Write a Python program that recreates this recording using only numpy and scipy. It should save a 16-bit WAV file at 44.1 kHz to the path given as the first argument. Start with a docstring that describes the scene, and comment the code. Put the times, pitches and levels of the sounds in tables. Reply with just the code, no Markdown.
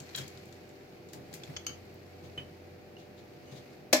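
"""Lemon squeezer in a small kitchen

A metal squeezer is handled over a steel pot, the hands rustling close to a stereo microphone.
The wet lemon ticks and squishes, the loose halves clink and rattle, and a soft touch sounds the pot.
At last the tool is knocked down on the stone counter. The tiled room answers briefly,
and an appliance hums all around."""
import sys
import numpy as np
from scipy import signal
from scipy.fft import rfft, irfft, next_fast_len
from scipy.io import wavfile
from scipy.ndimage import map_coordinates

SR = 44100
rng = np.random.default_rng(int(sys.argv[2]) if len(sys.argv) > 2 else 0)


def transcribe(signal):
    """Save signal, clipped to [-1, 1], as a 16-bit WAV file at the path in sys.argv[1]."""
    frames = np.atleast_2d(signal).T
    limited = np.clip(frames, -1, 1)
    pcm = np.round(limited * 32767).astype(np.int16)
    wavfile.write(sys.argv[1], SR, pcm)


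N = 176400
T = np.arange(SR // 2) / SR  # time within one event, s

# swell and fade of the appliance's motor tone: time_s, relative_db
MOTOR_LEVEL = [(0.0, -62), (0.41, -58), (0.82, -67.5), (1.45, -61.5), (1.55, -55), (2.11, -57.5),
               (2.35, -53), (3.37, -68.5), (3.51, -61), (3.9, -73)]
# the appliance's other tones: pitch_hz, level_db
HUM_TONES = [(44, -79), (339.1, -63), (387.6, -64), (492.5, -63), (590.5, -65), (726.7, -70), (775.2, -73)]
# moving air in the room: frequency_hz, gain_db
AIR_SPECTRUM = [(25, -36), (44, -21), (60, -17), (82, -14), (125, -2), (215, -6.5), (320, -6), (400, -3.5),
                (530, -13), (610, -9.5), (740, -11), (1000, -21.5), (1600, -21.5), (2300, -20.5),
                (3500, -30), (4500, -28), (7000, -37.5), (9000, -45.5), (13500, -36), (15500, -41)]

# course of the skin rustle at the microphone: time_s, relative_db
RUSTLE_LEVEL = [(0.0, -58.5), (0.17, -53.5), (0.54, -61), (0.81, -64), (1.1, -66.5), (1.39, -59.5),
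                (1.5, -56.5), (1.59, -59.5), (1.74, -60.5), (1.94, -64), (2.33, -63), (2.57, -65.5),
                (3.01, -71.5), (3.59, -61), (3.75, -62), (3.9, -73)]
# colour of the rustle: frequency_hz, gain_db
RUSTLE_SPECTRUM = [(300, 6), (1200, 2.5), (2300, 10), (3200, 1.5), (4400, 3.5), (7000, -2.5), (9500, -15),
                   (14000, -5), (16000, -28)]
# soft bumps of the grip: peak_s, level_db, half_rise_s, t60_s
GRIP_BUMPS = [(.01, -44.5, 0.0049, 0.18), (.2, -44, 0.021, 0.46), (1.16, -45.5, .012, 0.4),
              (1.33, -47.5, .015, 0.35), (1.505, -44.5, 0.022, 0.3), (1.7, -44, 0.013, 0.2),
              (2.26, -49, .03, 0.31), (2.39, -47.5, 0.013, 0.4), (3.54, -47, 0.023, 0.33)]
# colour of a bump: frequency_hz, gain_db
BUMP_SPECTRUM = [(40, -38), (90, -27), (130, 7), (200, -8.5), (350, -7), (600, -12.5), (1200, -25),
                 (4000, -44)]
# the tool sliding in the hand: peak_s, level_db, half_rise_s, t60_s
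HAND_SLIDES = [(1.1, -66, 0.0081, 0.43), (2.25, -61, 0.013, 0.22), (3.0, -61, 0.017, .3),
               (3.19, -61.5, 0.016, 0.23), (3.525, -58, 0.011, 0.3), (3.58, -56.5, 0.022, 0.16)]
# colour of a slide: frequency_hz, gain_db
SLIDE_SPECTRUM = [(500, -10), (2000, -4), (2900, 3), (3600, 7), (5200, -1), (6600, 0.5), (8200, -12),
                  (9500, -15), (15000, -14)]

# small wet ticks of the squeezed lemon: start_s, level_db, tilt_db_per_octave
WET_TICKS = [(.002, -41.5, 0), (0.0919, -49, -8), (0.2796, -44, 5), (.374, -50, -4), (0.456, -53, 8),
             (0.5256, -49, -2), (0.691, -56, -1), (1.0877, -54.5, -1), (1.1325, -44.5, 8.5),
             (1.3281, -47.5, -3), (1.435, -45, -1), (1.538, -49, -12), (1.9415, -47, 22)]
# colour of a tick: frequency_hz, gain_db
TICK_SPECTRUM = [(500, -15), (2000, -10.5), (4200, 2), (5500, -3.5), (7200, 4.5), (9000, -15),
                 (15000, -13.5)]

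# the halves meeting and, last, a scrape that sounds the same metal: start_s, ring_db, contact_db, pitch_ratio,
# lowpass_hz, t60_ratio, bending_db, room_db
CLINKS = [(0.147, -37, -37, 1.04, 4430, 1.4, 2.5, -2), (0.1499, -29.5, -35.5, 1.26, 5300, .45, 2.5, -14),
          (1.435, -35, -47, 1.11, 4600, 0.34, 0, -12), (1.5648, -31.5, -33.5, 1.06, 6100, 0.32, 3.5, -12),
          (1.5684, -32.5, -38, .97, 8550, 0.39, -2.5, -10),
          (1.6659, -26.5, -32, 0.98, 12500, 0.72, -4.5, -5.5), (2.967, -45.5, -53, .9, 3630, .5, 2.5, -8)]
# squeezer modes, scaled by each clink: pitch_hz, gain_db, t60_s
SQUEEZER_MODES = [(1314, -14, 0.051), (2384, -13.5, 0.047), (3135, -0.5, 0.078), (4520, -11.5, 0.037),
                  (4800, -14, 0.056), (6370, -3.5, 0.056), (6690, -0.5, 0.069), (6650, -5, 0.074),
                  (8500, -23, .03), (11700, -18, .02), (12300, -9, 0.027)]
# contact noise of a clink: frequency_hz, gain_db
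CONTACT_SPECTRUM = [(300, -0.5), (900, -10.5), (2200, -2.5), (3200, -3), (3700, -13), (4700, -1), (6500, 0),
                    (7600, -12), (10000, -23), (15000, -20)]

# squishes of the lemon: peak_s, level_db, half_rise_s, t60_s, tilt_db_per_octave
SQUISHES = [(0.162, -39.5, 0.0024, 0.048, 7.5), (.186, -40.5, .005, .1, -1), (.214, -49, .003, 0.079, -2.5),
            (1.136, -48, .0015, 0.076, 0), (1.346, -45.5, .009, 0.089, 2)]
# colour of the wet fizz: frequency_hz, gain_db
SQUISH_SPECTRUM = [(500, -18), (1800, 4.5), (4200, 0.5), (7000, 4.5), (9500, -8.5), (13500, -3),
                   (16000, -10)]

# contacts in the loose joint: start_s, level_db, pitch_ratio
JOINT_CONTACTS = [(0.1765, -38.5, 1.0), (0.1812, -39.5, 1.1), (0.1868, -39, .98), (.2135, -46.5, 1.0),
                  (0.24, -52, 1.3)]
# joint modes, retuned by each contact: pitch_hz, gain_db, t60_s
JOINT_MODES = [(1614, 0, 0.032), (2300, -8, .035), (3040, -7, 0.038), (3810, -1.5, 0.049),
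               (5300, -5, 0.027), (6740, -8, .025), (7350, -8, .02)]

# modes of the steel pot: pitch_hz, gain_db, t60_s
POT_MODES = [(2480, -17, .025), (2940, -7, .03), (3025, 0, .055), (6400, -29, .04)]
# contact noise on the pot: frequency_hz, gain_db
POT_TOUCH_SPECTRUM = [(300, 10), (1000, -1), (2600, 7.5), (3700, -1), (4800, -15), (6500, -14), (9000, -27),
                      (15000, -28)]

# handle modes, before the rub's swell shapes them: pitch_hz, gain_db, t60_s
HANDLE_MODES = [(2930, 0, 1.5), (6340, -2, 1.0), (8150, -12, 1.0)]

# the tool landing on the counter: start_s, clash_db, thud_db
KNOCKS = [(3.9283, -18.5, -36), (3.9299, -20.5, -34), (3.9320, -19, -18), (3.9432, -31.5, -61),
          (3.965, -30.5, -47)]
# colour of the metal clash: frequency_hz, gain_db
CLASH_SPECTRUM = [(40, -40), (150, -10), (250, -11), (310, -1), (430, -1), (590, 10), (740, 1), (1000, 0.5),
                  (1350, -7.5), (2100, 5), (3100, -4), (4400, -1), (5500, 0), (7400, 0.5), (9000, -14.5),
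                  (11000, -9.5), (13500, -9), (16000, -22)]
# modes of the stone counter: pitch_hz, gain_db, t60_s
COUNTER_MODES = [(256, -10, .36), (314, -1, .11), (530, -7, .06), (566, -2, .1), (616, 1, .2),
                 (655, -3, .09), (815, -18, .15), (1015, -16, .17)]
# modes of the squeezer lying on it: pitch_hz, gain_db, t60_s
LYING_MODES = [(1208, -13, .2), (1497, -7, .2), (1737, 2, .24), (2043, -4, .15), (2164, -3, .15),
               (2490, -8, .2), (4045, -1, .12), (4600, -4, .11), (5325, 5, .11), (5518, -3, .19),
               (5703, -6, .15), (6297, -7, .16), (6869, -7, .14)]

# reverberation of the tiled kitchen: frequency_hz, t60_s
KITCHEN_DECAY = [(150, 0.12), (1000, 0.37), (4000, 0.25), (8000, 0.17), (15000, 0.18)]
# likeness of the microphone's two channels: frequency_hz, correlation
MIC_LIKENESS = [(60, 1), (300, 0.77), (600, 0), (1400, 0), (3000, 0), (15000, 0.086)]
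# balance of close sounds at the microphone: frequency_hz, left_minus_right_db
MIC_BALANCE = [(700, 1), (1300, -0.5), (2600, -5.5), (3600, 4), (4400, 13), (5400, 6.5), (6500, 4),
               (7300, 3), (8300, 10.5), (10000, 9), (12000, 6), (15000, 0.5)]

METAL_ATTACK_S, TICK_T60_S = 0.00085, 0.03
ROUGH_RAD, ROUGH_RATE_HZ = 0.95, 218  # the loose joint roughens the ring
MIC_SPREAD_RAD = 0.64  # a mode's phase leads by this in one channel and lags in the other
BASS_CUT_HZ, TOP_HZ = 78, 15900


def amp(db):
    """Decibels to gain."""
    return 10 ** (np.asarray(db) / 20)


def unit(x):
    """Scale to rms 1."""
    return x / np.sqrt(np.mean(x ** 2) + 1e-20)


def along(points, hz):
    """Read (frequency_hz, value) points on a log frequency axis."""
    frequencies, values = np.transpose(points)
    return np.interp(np.log(hz + 1), np.log(frequencies + 1), values)


def wobble(rate_hz, size=N):
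    """A smooth random curve with rate_hz knots a second."""
    return map_coordinates(rng.standard_normal(size // 8), [np.arange(size) * rate_hz / SR], mode="wrap")


def filtered(x, response):
    """Shape the spectrum of x by the gain response(hz)."""
    size = x.shape[-1]
    padded = next_fast_len(size + SR // 8)
    return irfft(rfft(x, padded) * response(np.fft.rfftfreq(padded, 1 / SR)), padded)[..., :size]


def cut(x, hz, kind, order):
    """A causal low-pass or high-pass."""
    return signal.sosfilt(signal.butter(order, hz, kind, fs=SR, output="sos"), x)


def noise(spectrum, tilt_db=0, size=len(T)):
    """Coloured stereo noise of rms 1, nearly mono in the bass, tilted per octave above 1 kHz."""
    def mid_side_gains(hz):
        width = np.arccos(np.clip(along(MIC_LIKENESS, hz), -1, 1)) / 2
        octaves = np.log2(np.maximum(hz, 1000) / 1000)
        return amp(along(spectrum, hz) + tilt_db * octaves) * [np.cos(width), np.sin(width)]
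    mid, side = filtered(rng.standard_normal((2, size)), mid_side_gains)
    return unit(np.array([mid + side, mid - side]))


def decay(t60_s, t=T):
    """A fall of 60 dB in t60_s."""
    return np.exp(-np.log(1000) * t / t60_s)


def onset(attack_s):
    """An exponential rise to 1."""
    return 1 - np.exp(-T / attack_s)


def swell(half_rise_s, t60_s):
    """A smooth rise to a peak, then a decay."""
    rise_s = 2 * half_rise_s
    rise = np.sin(np.pi / 2 * np.minimum(T / rise_s, 1)) ** 2
    return rise * decay(t60_s, np.maximum(T - rise_s, 0))


def ring(modes, attack_s, pitch_ratio=1, rough_rad=ROUGH_RAD):
    """Damped metal modes, each reaching the two channels with its own rough phase."""
    tones = np.zeros((2, len(T)))
    for hz, db, t60_s in modes:
        phase = 2 * np.pi * rng.random() + MIC_SPREAD_RAD * rng.choice([-1, 1]) * np.array([[1], [-1]])
        jitter = rough_rad * np.array([wobble(ROUGH_RATE_HZ, len(T)) for channel in range(2)])
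        tones += amp(db) * decay(t60_s) * np.sin(2 * np.pi * hz * pitch_ratio * T + phase + jitter)
    return tones * onset(attack_s)


def kitchen(x, room_db):
    """The direct sound plus the short answer of the tiled room, alike left and right in the bass."""
    band_hz, t, bands = signal.stft(rng.standard_normal((2, len(T))), SR, nperseg=256)
    bands *= decay(along(KITCHEN_DECAY, band_hz)[:, None], t)
    tail = signal.istft(bands, SR, nperseg=256)[1][:, :len(T)] * onset(attack_s=0.0062)
    shared = lambda hz: np.clip(along(MIC_LIKENESS, hz), 0, 1)
    tail[1] = filtered(tail[0], shared) + filtered(tail[1], lambda hz: np.sqrt(1 - shared(hz) ** 2))
    tail /= np.linalg.norm(tail[0])
    return x + amp(room_db) * signal.fftconvolve(x, tail, axes=1)[:, :len(T)]


def add(out, start_s, x):
    """Mix x into out from start_s."""
    i = int(np.clip(round(start_s * SR), 0, N - 1))
    out[:, i:i + x.shape[1]] += x[:, :N - i]


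def appliance(motor_hz=89.2):
    """An appliance hums in a wash of moving air; its low motor tone swells and fades."""
    t = np.arange(N) / SR

    def tone(hz, db, drift_rad):
        gain = np.sqrt(2) * amp(db + 1.7 * wobble(rate_hz=5.06))
        return gain * np.sin(2 * np.pi * hz * t + drift_rad * wobble(rate_hz=4.78))
    motor_db = np.interp(t, *np.transpose(MOTOR_LEVEL)) - 1.5
    motor = tone(motor_hz, motor_db, drift_rad=0.63)
    hum = sum(tone(hz, db, drift_rad=0.39) for hz, db in HUM_TONES)
    return motor + hum + amp(-52.5) * noise(AIR_SPECTRUM, size=N)


def hands(grain_db=1.5):
    """Close to the microphone, skin rustles and slides on the handles and the grip bumps softly."""
    rustle_db = np.interp(np.arange(N) / SR, *np.transpose(RUSTLE_LEVEL)) - 1
    rustle = noise(RUSTLE_SPECTRUM, size=N) * amp(grain_db * wobble(rate_hz=220))
    out = amp(rustle_db) * unit(rustle)
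    for events, spectrum in (GRIP_BUMPS, BUMP_SPECTRUM), (HAND_SLIDES, SLIDE_SPECTRUM):
        for peak_s, db, half_rise_s, t60_s in events:
            add(out, peak_s - 2 * half_rise_s, amp(db) * noise(spectrum) * swell(half_rise_s, t60_s))
    return out


def wet_ticks():
    """The squeezed lemon gives small wet ticks, each a tiny burst of noise."""
    out = np.zeros((2, N))
    for start_s, db, tilt_db in WET_TICKS:
        tick = amp(db) * noise(TICK_SPECTRUM, tilt_db) * decay(TICK_T60_S)
        add(out, start_s, kitchen(tick, room_db=-5))
    return out


def clinks(bending_hz=3130):
    """The halves meet and ring, and once a scrape sounds the same metal; a softer contact is duller, a tighter
    grip shortens the ring, and the place of contact sets how strongly the bending mode speaks."""
    out = np.zeros((2, N))
    is_bending = lambda hz: abs(np.log2(hz / bending_hz)) < 1 / 4
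    for start_s, ring_db, contact_db, pitch_ratio, lowpass_hz, t60_ratio, bending_db, room_db in CLINKS:
        modes = [(hz, db + bending_db * is_bending(hz), t60 * t60_ratio) for hz, db, t60 in SQUEEZER_MODES]
        metal = amp(ring_db) * ring(modes, METAL_ATTACK_S, pitch_ratio)
        contact = amp(contact_db) * noise(CONTACT_SPECTRUM) * decay(t60_s=0.033)
        clink = cut(metal + contact, lowpass_hz, "lowpass", order=4)
        add(out, start_s, kitchen(clink, room_db))
    return out


def squishes(grain_db=4):
    """Juice and air spurt from the lemon's pulp in a grainy fizz."""
    out = np.zeros((2, N))
    for peak_s, db, half_rise_s, t60_s, tilt_db in SQUISHES:
        fizz = noise(SQUISH_SPECTRUM, tilt_db) * amp(grain_db * wobble(rate_hz=872, size=len(T)))
        squish = amp(db) * unit(fizz) * swell(half_rise_s, t60_s)
        add(out, peak_s - 2 * half_rise_s, kitchen(squish, room_db=-6.5))
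    return out


def joint_rattle():
    """The joint rattles in quick, separate contacts, each a tick and a short ring."""
    out = np.zeros((2, N))
    for start_s, db, pitch_ratio in JOINT_CONTACTS:
        metal = ring(JOINT_MODES, METAL_ATTACK_S, pitch_ratio)
        tick = amp(-2) * noise(TICK_SPECTRUM) * decay(TICK_T60_S)
        add(out, start_s, kitchen(amp(db) * (metal + tick), room_db=-10.5))
    return out


def pot(start_s=2.377):
    """A soft touch draws one short, dull note from the steel pot."""
    out = np.zeros((2, N))
    note = amp(-25) * ring(POT_MODES, attack_s=0.0039, rough_rad=0.28)
    touch = amp(-43) * noise(POT_TOUCH_SPECTRUM) * decay(t60_s=0.15)
    add(out, start_s, kitchen(note + touch, room_db=-11.5))
    return out


def handle_rub(peak_s=3.485, half_rise_s=0.022):
    """One rub along the handle makes it sing faintly."""
    out = np.zeros((2, N))
    singing = unit(ring(HANDLE_MODES, attack_s=half_rise_s))
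    add(out, peak_s - 2 * half_rise_s, amp(-69) * singing * swell(half_rise_s, t60_s=0.8))
    return out


def counter_knock(ring_start_s=3.9295):
    """The tool lands in a few quick contacts: the metal clashes and rings, and the counter thuds."""
    out = np.zeros((2, N))
    stone = sum(amp(db) * decay(t60_s) * np.sin(2 * np.pi * hz * T) for hz, db, t60_s in COUNTER_MODES)
    thud = np.array([stone, stone]) * onset(attack_s=0.0014)
    for start_s, clash_db, thud_db in KNOCKS:
        clash = amp(clash_db) * noise(CLASH_SPECTRUM) * decay(t60_s=0.073)
        add(out, start_s, kitchen(clash, room_db=-8))
        add(out, start_s, kitchen(amp(thud_db) * thud, room_db=-14))
    metal = amp(-30.5) * ring(LYING_MODES, METAL_ATTACK_S, rough_rad=0.25)
    add(out, ring_start_s, kitchen(metal, room_db=-8))
    return out


def scene():
    """Close sounds reach the microphone's two channels with different treble; the hum is all around."""
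    squeezing = wet_ticks() + clinks() + squishes() + joint_rattle()
    close = hands() + squeezing + pot() + handle_rub() + counter_knock()
    close = cut(close, BASS_CUT_HZ, "highpass", order=2)
    balance = lambda hz: amp(along(MIC_BALANCE, hz) / 2 * np.array([[1], [-1]]))
    return filtered(close, balance) + appliance()


def record(dry):
    """The recorder keeps nothing above its band limit."""
    return filtered(dry, lambda hz: hz < TOP_HZ)


dry = scene()
out = record(dry)
transcribe(out)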